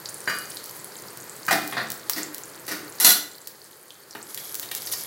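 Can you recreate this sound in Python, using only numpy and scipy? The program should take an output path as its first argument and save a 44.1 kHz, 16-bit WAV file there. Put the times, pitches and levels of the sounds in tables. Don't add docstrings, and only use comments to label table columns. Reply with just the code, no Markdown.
import sys
import numpy as np
from scipy import signal
from scipy.fft import rfft, irfft
from scipy.io import wavfile
from scipy.ndimage import uniform_filter1d, minimum_filter1d

SR = 44100
rng = np.random.default_rng(int(sys.argv[2]) if len(sys.argv) > 2 else 0)


def store_wav(level_fs):
    pcm = np.round(np.clip(np.atleast_2d(level_fs), -1, 1) * 32767)
    wavfile.write(sys.argv[1], SR, pcm.T.astype(np.int16))


N = 223454
TIME = np.arange(N) / SR

# (f/Hz, level/dB per Hz)
RESTING_SPECTRUM = [(1470, -42), (2500, -31), (3080, 1), (3440, -4), (4440, 7.5), (5780, -2), (6350, 3),
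                    (11800, 3), (13700, 0.5), (15200, 1.5), (16000, -3.5)]
STIRRED_SPECTRUM = [(900, -26), (1500, -29), (1850, -15), (2200, 1.5), (2700, -14), (3100, -1), (4000, -2),
                    (5600, 2), (6700, 2), (9000, 0), (11700, 8), (15900, -8)]
FLAME_SPECTRUM = [(25, -9), (50, -24), (75, -21), (115, -3), (190, -6), (260, -8.5), (310, -2), (410, -0.5),
                  (520, -2), (680, -7.5), (1000, -5.5), (1850, -7.5), (2800, -17.5), (3700, -20.5)]
SNAP_SPECTRUM = [(60, -6), (300, -13.5), (1200, -5.5), (2700, -13), (4200, -6), (9000, -7), (16000, -1.5)]
LID_BODY = [(35, -86), (80, -29), (140, -7.5), (300, -4.5), (560, -7), (780, -4), (980, -9), (1400, -4.5),
            (1900, -1.5), (2400, -10), (3100, -15.5), (4800, -10), (7000, -17), (15500, -18)]
STEEL_BODY = [(40, -54.5), (100, -35), (230, -9.5), (340, -4), (560, -12), (750, -11), (1070, -9.5),
              (1450, -5.5), (2400, -10.5), (4000, -6), (5000, -4.5), (8500, -6), (11600, -2), (16000, -5.5)]
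PAN_BODY = [(40, -88), (120, -18), (330, -2), (550, -6), (800, -5), (1100, -6), (1500, -4.5), (2500, -8),
            (3700, -2), (6000, -8), (15500, -3)]

# (f/Hz, level/dB, t60/s)
LID_MODES = [(620, -14, .4), (1497, 0, .5), (1577, -4, .42), (1830, -1, .35), (2446, -10, .7),
             (2912, -9, .56), (3176, -14, .4), (4016, -15, .5), (4732, -11, .5), (6654, -19, .6),
             (6982, -14, .3), (8619, -19, .32), (13900, -18, .25), (14690, -18, .3)]
STEEL_MODES = [(743, -8, .45), (1460, -2, .4), (1990, -9, .6), (2896, -6, .4), (3440, -7, .45),
               (3565, -8, .5), (4019, 1, .5), (4077, -5, .45), (4325, -1.5, .52), (5152, -8, .35),
               (5779, -4, .4), (5879, -3, .4), (6757, -7, .4), (7473, -4, .6), (7910, -10, .4),
               (8721, -9, .3), (9176, -10, .4), (9494, -10, .35), (9945, -9, .44), (10481, -10, .35),
               (11057, -7, .33), (11239, 0, .33), (11281, -5, .3), (11607, 3, .3), (12016, -10, .4),
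               (12495, -8, .33), (12936, -9, .3), (14470, -6, .3)]
PAN_MODES = [(1470, -33, 0.23), (1875, 2.5, 0.065), (2350, -10, 0.23), (3727, 6, 0.074)]
# (f/Hz, t60/s)
KITCHEN_T60 = [(150, 0.63), (500, 0.47), (1500, 0.52), (4000, 0.41), (8000, 0.33), (15000, 0.38)]

# (t/s, level/dB)
SIMMER_LEVELS = [(0.0, -47), (0.51, -41.5), (1.01, -46), (1.29, -46.5), (1.67, -41), (1.87, -47.5),
                 (2.61, -49.5), (2.98, -47.5), (3.6, -42.5), (4.3, -45.5)]
# (t/s, length/s, level/dB)
STROKES = [(4.211, 0.35, -37), (4.717, 0.28, -32)]
# (t/s, level/dB, f/Hz)
BUBBLES = [(0.057, -6.5, 4560), (.088, -11, 6700), (0.0924, -10.5, 9200), (.1424, -9, 9780),
           (0.2042, -12.5, 8800), (.386, -5.5, 10100), (0.504, -11.5, 9850), (0.5696, -9, 4160),
           (0.844, -10, 10500), (1.2952, -12, 7700), (2.133, -3.5, 4870), (2.231, -4, 7140),
           (2.4347, -11.5, 7000), (3.9046, -7.5, 3240), (4.1085, -10, 5440), (4.2274, -8, 8000),
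           (4.4535, -14, 12100)]
# lowest f/Hz, highest f/Hz
SMALL_BUBBLE_RANGE = (3980, 13300)
# (t/s, level/dB)
SPITS = [(0.658, -11), (1.1722, -11.5), (1.4651, -6.5), (1.6757, -4.5), (1.902, -0.5), (1.9177, -1),
         (2.096, 10.5), (2.345, -3.5), (2.381, -6.5), (2.6666, -11), (3.4722, 1.5), (4.345, 1),
         (4.5433, -0.5), (4.5522, 1), (4.596, 0.5), (4.7493, 1.5), (4.9308, -5)]
# (t/s, level/dB, chatter/s, thud f/Hz, bright/dB, ring/dB, favoured f/Hz)
LID_KNOCKS = [(.275, -24.5, 0.0037, 1820, -9, 1.5, 4920), (0.297, -32, 0.0089, 1450, 5, -4, 2910),
              (1.482, -23, 0.0069, 1380, -1.5, -3, 2450), (1.509, -22.5, 0.017, 760, 3, -21, 2450),
              (1.527, -24.5, 0.0054, 301, 4.5, -9, 2450), (1.724, -26, 0.019, 3570, -12, -16, 2450),
              (1.768, -22, 0.03, 4060, -16, -14, 1830)]
# (t/s, level/dB, chatter/s)
LID_SHIFTS = [(2.162, -34.5, .021), (2.181, -31.5, 0.021), (2.68, -33.5, 0.035), (2.712, -34.5, 0.021)]
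# (t/s, level/dB, chatter/s, thud f/Hz)
CLANGS = [(3.000, -21, 0.053, 245), (3.046, -13, 0.013, 5900), (3.064, -13.5, 0.015, 1400),
          (3.091, -11.5, 0.0036, 3100), (3.104, -15, 0.0029, 4000)]
# (t/s, level/dB, chatter/s, thud f/Hz, bright/dB)
SPATULA_KNOCKS = [(4.150, -20.5, 0.017, 350, -19), (4.375, -34, 0.0025, 3430, 3),
                  (4.629, -38.5, 0.0083, 3400, 3.5), (4.714, -31.5, 0.0038, 3180, 4),
                  (4.87, -47, 0.015, 4880, 14.5), (4.935, -32.5, 0.0046, 5640, 5.5)]

SIMMER_TRIM_DB, FLAME_DB = 0.5, -44.5
STROKE_ATTACK_S, STROKE_RELEASE_S = 0.078, 0.13
POP_ECHO_S, POP_ECHO_DB, POP_SPRAY_DB = 0.0023, -12, -10
SPIT_LOW_HZ, SPIT_DB_PER_OCTAVE = 2660, 7
SMALL_BUBBLES_PER_S, SMALL_BUBBLE_DB, SMALL_BUBBLE_SPREAD_DB = 20, -20.5, 2.5
LID_THUD_DB, LID_NEAREST_DB = 13.5, 10
SHIFT_THUD_HZ, SHIFT_THUD_DB, SHIFT_BRIGHT_DB, SHIFT_RING_DB = 298.6, 14, 7, -16
CLANG_THUD_DB, CLANG_RING_DB = 4.5, 0
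SPATULA_THUD_DB, SPATULA_RING_DB = 7, -1.5
RING_WAVER_DB = 2.5
CUTOFF_HZ = 15900


def from_db(db):
    return 10 ** (np.asarray(db) / 20)


def rms_one(x):
    return x / np.sqrt(np.mean(x ** 2) + 1e-20)


def at_hz(points, hz):
    points = np.array(points)
    return np.interp(np.log(hz + 1), np.log(points[:, 0]), points[:, 1])


def add(track, s, sound):
    start = int(s * SR)
    part = sound[..., :N - start]
    track[..., start:start + part.shape[-1]] += part


def drift(rate):
    knots = rng.standard_normal(N // 100)
    return np.interp(TIME * rate, np.arange(len(knots)), knots)


def response(spectrum, bump_hz=500, bump_db=0, high_db=0, bump_octaves=0.39, high_hz=3000, size=2048):
    hz = np.arange(size // 2 + 1) * SR / size
    bump = bump_db * np.exp(-np.square(np.log2((hz + 1) / bump_hz) / bump_octaves))
    shelf = high_db * (1 - 1 / (1 + np.square(hz / high_hz) ** 2))
    gains = rms_one(from_db(at_hz(spectrum, hz))) * from_db(bump + shelf)
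    cepstrum = irfft(np.log(gains))
    cepstrum[1:size // 2] *= 2
    cepstrum[size // 2 + 1:] = 0
    return irfft(np.exp(rfft(cepstrum)))


def coloured(x, spectrum):
    return rms_one(signal.fftconvolve(x, response(spectrum))[:N])


def resonate(x, hz, width_hz):
    r = np.exp(-np.pi * width_hz / SR)
    feed = np.array([1, 0, -1]) * (1 - r * r) / 2
    feedback = [1, -2 * r * np.cos(2 * np.pi * hz / SR), r * r]
    return signal.lfilter(feed, feedback, x)


def kitchen(build_s=0.00043, count=9):
    t = TIME[:SR]
    white = rfft(rng.standard_normal(SR))
    hz = np.arange(SR // 2 + 1)
    centres = np.geomspace(80, 16000, count)
    tail = np.zeros(SR)
    for centre, share in zip(centres, np.eye(count)):
        band = irfft(white * np.interp(hz, centres, share), SR)
        tail += band * from_db(-60 * t / at_hz(KITCHEN_T60, centre))
    tail = tail * (1 - np.exp(-t / build_s))
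    return tail / np.linalg.norm(tail)


def sizzle():
    fine = crackle(per_s=1800, size_db=7.0, clump_db=3.5, width_hz=1060,
                   grain_db=-4.0, hiss_db=-2.0, flutter_db=1.5)
    coarse = crackle(per_s=1700, size_db=4.0, clump_db=4.5, width_hz=1450,
                     grain_db=1.0, hiss_db=-1.5, flutter_db=7.5)
    return simmering() * coloured(fine, RESTING_SPECTRUM) + stirring() * coloured(coarse, STIRRED_SPECTRUM)


def crackle(per_s, size_db, clump_db, width_hz, grain_db, hiss_db, flutter_db, count=14):
    born = rng.random(N) < per_s * from_db(clump_db * drift(25)) / SR
    sizes = from_db(size_db * np.minimum(rng.exponential(1, N), 4.5))
    clicks = born * sizes * rng.choice([-1, 1], N)
    dealt = rng.integers(0, count, N)
    grains = np.zeros(N)
    for k, hz in enumerate(np.linspace(2500, 15500, count)):
        own_clicks = clicks * (dealt == k) + 1e-18
        grains += resonate(resonate(own_clicks, hz, width_hz), hz, 2 * width_hz)
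    hiss = from_db(hiss_db + flutter_db * drift(40)) * rng.standard_normal(N)
    return from_db(grain_db) * rms_one(grains) + hiss


def simmering():
    return from_db(SIMMER_TRIM_DB + np.interp(TIME, *np.transpose(SIMMER_LEVELS)))


def stirring():
    strength = np.zeros(N)
    for s, length_s, db in STROKES:
        swell = np.clip((TIME - s) / STROKE_ATTACK_S, 0, 1)
        fade = np.exp(-np.maximum(TIME - s - length_s, 0) / STROKE_RELEASE_S)
        strength += from_db(db) * swell * fade
    return strength


def flame(flicker_db=-0.05):
    return from_db(FLAME_DB + flicker_db * drift(36)) * coloured(rng.standard_normal(N), FLAME_SPECTRUM)


def pops(delay_s=0.0011, spray_s=0.0092, width_share=0.12, lowest_hz=3200):
    out, t = np.zeros(N), TIME[:SR // 25]
    burst = signal.unit_impulse(len(t))
    add(burst, POP_ECHO_S, from_db([POP_ECHO_DB]))
    sprays = np.exp(-t / spray_s) * rng.standard_normal((400, len(t)))
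    sprays /= np.linalg.norm(sprays, axis=1, keepdims=True)
    pushes = iter(burst + from_db(POP_SPRAY_DB) * sprays)

    snap_colour = response(SNAP_SPECTRUM)
    for (s, db), push in zip(SPITS, pushes):
        low_edge_hz = SPIT_LOW_HZ / 2 ** (max(db, 0) / SPIT_DB_PER_OCTAVE)
        thin = signal.butter(2, low_edge_hz, "high", fs=SR, output="sos")
        snap = signal.fftconvolve(push, snap_colour)[:len(t)]
        add(out, s + delay_s, from_db(db) * signal.sosfilt(thin, snap))

    no_bass = signal.butter(3, lowest_hz, "high", fs=SR, output="sos")
    for (s, db, hz), push in zip(BUBBLES + small_bubbles(), pushes):
        tone = signal.sosfilt(no_bass, resonate(push, hz, width_share * hz))
        add(out, min(s + delay_s, TIME[-1]), from_db(db) * tone / np.linalg.norm(tone))
    return out


def small_bubbles():
    draws = rng.random((300, 3))
    times = np.cumsum(-np.log(1 - draws[:, 0])) / SMALL_BUBBLES_PER_S
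    levels = SMALL_BUBBLE_DB + SMALL_BUBBLE_SPREAD_DB * (2 * draws[:, 1] - 1)
    low, high = SMALL_BUBBLE_RANGE
    pitches = low * (high / low) ** draws[:, 2]
    return [row for row in zip(times, levels, pitches) if row[0] < TIME[-1]]


def blows(rows, body, modes, room, room_db, modes_db, crack_db, cluster_db, nearest_db,
          ring_pan_db=0, cluster_hz=80, crack_s=0.0073, uneven_db=4.0):
    knocks, feeds, t = np.zeros(N), [], TIME[:SR // 4]
    for s, level_db, chatter_s, thud_hz, thud_db, bright_db, ring_db, spot_hz in rows:
        unevenness = rms_one(from_db(uneven_db * drift(700)))[:len(t)]
        chatter = np.exp(-t / chatter_s) * unevenness
        force = chatter + from_db(crack_db) * np.exp(-t / crack_s)
        colour = response(body, thud_hz, thud_db, bright_db)
        knock = signal.fftconvolve(force * rng.standard_normal(len(t)), colour)
        add(knocks, s, from_db(level_db) * knock)
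        feed = (from_db(level_db + ring_db) * force) ** 2 / np.sum(force ** 2)
        feeds.append((s, feed, spot_hz))
    clusters = sum(resonate(knocks + 1e-18, hz, cluster_hz) for hz, db, t60 in modes)
    gathered = knocks + from_db(cluster_db) * clusters
    knocks = rms_one(gathered) * np.std(knocks)
    pan = from_db([[ring_pan_db / 2], [-ring_pan_db / 2]])
    ring = from_db(modes_db) * ringing(feeds, modes, nearest_db) * pan
    return knocks + from_db(room_db) * signal.fftconvolve(knocks, room)[:N] + ring


def ringing(feeds, modes, nearest_db):
    out, pitches = np.zeros(N), np.array(modes)[:, 0]
    for k, (hz, db, t60) in enumerate(modes):
        power = np.full(N, 1e-18)
        for s, feed, spot_hz in feeds:
            nearest = k == np.argmin(np.abs(pitches - spot_hz))
            add(power, s, feed * from_db(nearest_db * nearest) ** 2)
        energy = signal.lfilter([1], [1, -from_db(-120 / (t60 * SR))], power)
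        level = np.sqrt(energy) * from_db(db + RING_WAVER_DB * drift(50))
        out += level * np.sin(2 * np.pi * hz * TIME + drift(26.32) / 2)
    return out


def lid(room):
    knocks = [(s, db, chatter_s, hz, LID_THUD_DB, bright_db, ring_db, favoured_hz)
              for s, db, chatter_s, hz, bright_db, ring_db, favoured_hz in LID_KNOCKS]
    shifts = [(s, db, chatter_s, SHIFT_THUD_HZ, SHIFT_THUD_DB, SHIFT_BRIGHT_DB, SHIFT_RING_DB, SHIFT_THUD_HZ)
              for s, db, chatter_s in LID_SHIFTS]
    return blows(knocks + shifts, LID_BODY, LID_MODES, room, room_db=1.5, modes_db=-4.5, crack_db=-6.5,
                 cluster_db=-44.0, nearest_db=LID_NEAREST_DB, ring_pan_db=2)


def steel_ware(room):
    rows = [(s, db, chatter_s, hz, CLANG_THUD_DB, 0, CLANG_RING_DB, hz) for s, db, chatter_s, hz in CLANGS]
    return blows(rows, STEEL_BODY, STEEL_MODES, room, room_db=3.0, modes_db=-16.0, crack_db=-3.5,
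                 cluster_db=3.5, nearest_db=-2.0)


def spatula(room):
    rows = [(s, db, chatter_s, hz, SPATULA_THUD_DB, bright_db, SPATULA_RING_DB + bright_db, hz)
            for s, db, chatter_s, hz, bright_db in SPATULA_KNOCKS]
    return blows(rows, PAN_BODY, PAN_MODES, room, room_db=-1.5, modes_db=-8.5, crack_db=1.5,
                 cluster_db=-15.0, nearest_db=-3)


def scene(oil_room_db=-4.5):
    room = kitchen()
    spits = pops()
    frying = sizzle() + spits + from_db(oil_room_db) * signal.fftconvolve(spits, room)[:N]
    return frying + flame() + lid(room) + steel_ware(room) + spatula(room)


def gain_control(x, threshold_db=-18.0, sense_s=0.035, attack_s=0.3, hold_s=0.79, release_db_per_s=19):
    power = uniform_filter1d(np.mean(x ** 2, axis=0), int(sense_s * SR))
    over_db = np.maximum(10 * np.log10(np.abs(power) + 1e-12) - threshold_db, 0)
    half = int(hold_s * SR / 2)
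    held_db = -minimum_filter1d(-over_db, 2 * half + 1, origin=half, mode="constant")
    release_db = release_db_per_s * TIME
    cut_db = np.maximum.accumulate(held_db + release_db) - release_db
    r = np.exp(-1 / (attack_s * SR))
    return x * from_db(-signal.lfilter([1 - r], [1, -r], cut_db))


def record(dry, ceiling=2.9, lowest_hz=45):
    thin = signal.sosfilt(signal.butter(2, lowest_hz, "high", fs=SR, output="sos"), dry)
    rounded = ceiling * np.tanh(gain_control(thin) / ceiling)
    top_cut = signal.ellip(12, 0.1, 80, CUTOFF_HZ, fs=SR, output="sos")
    return signal.sosfilt(top_cut, rounded)


dry = scene()
out = record(dry)
store_wav(out)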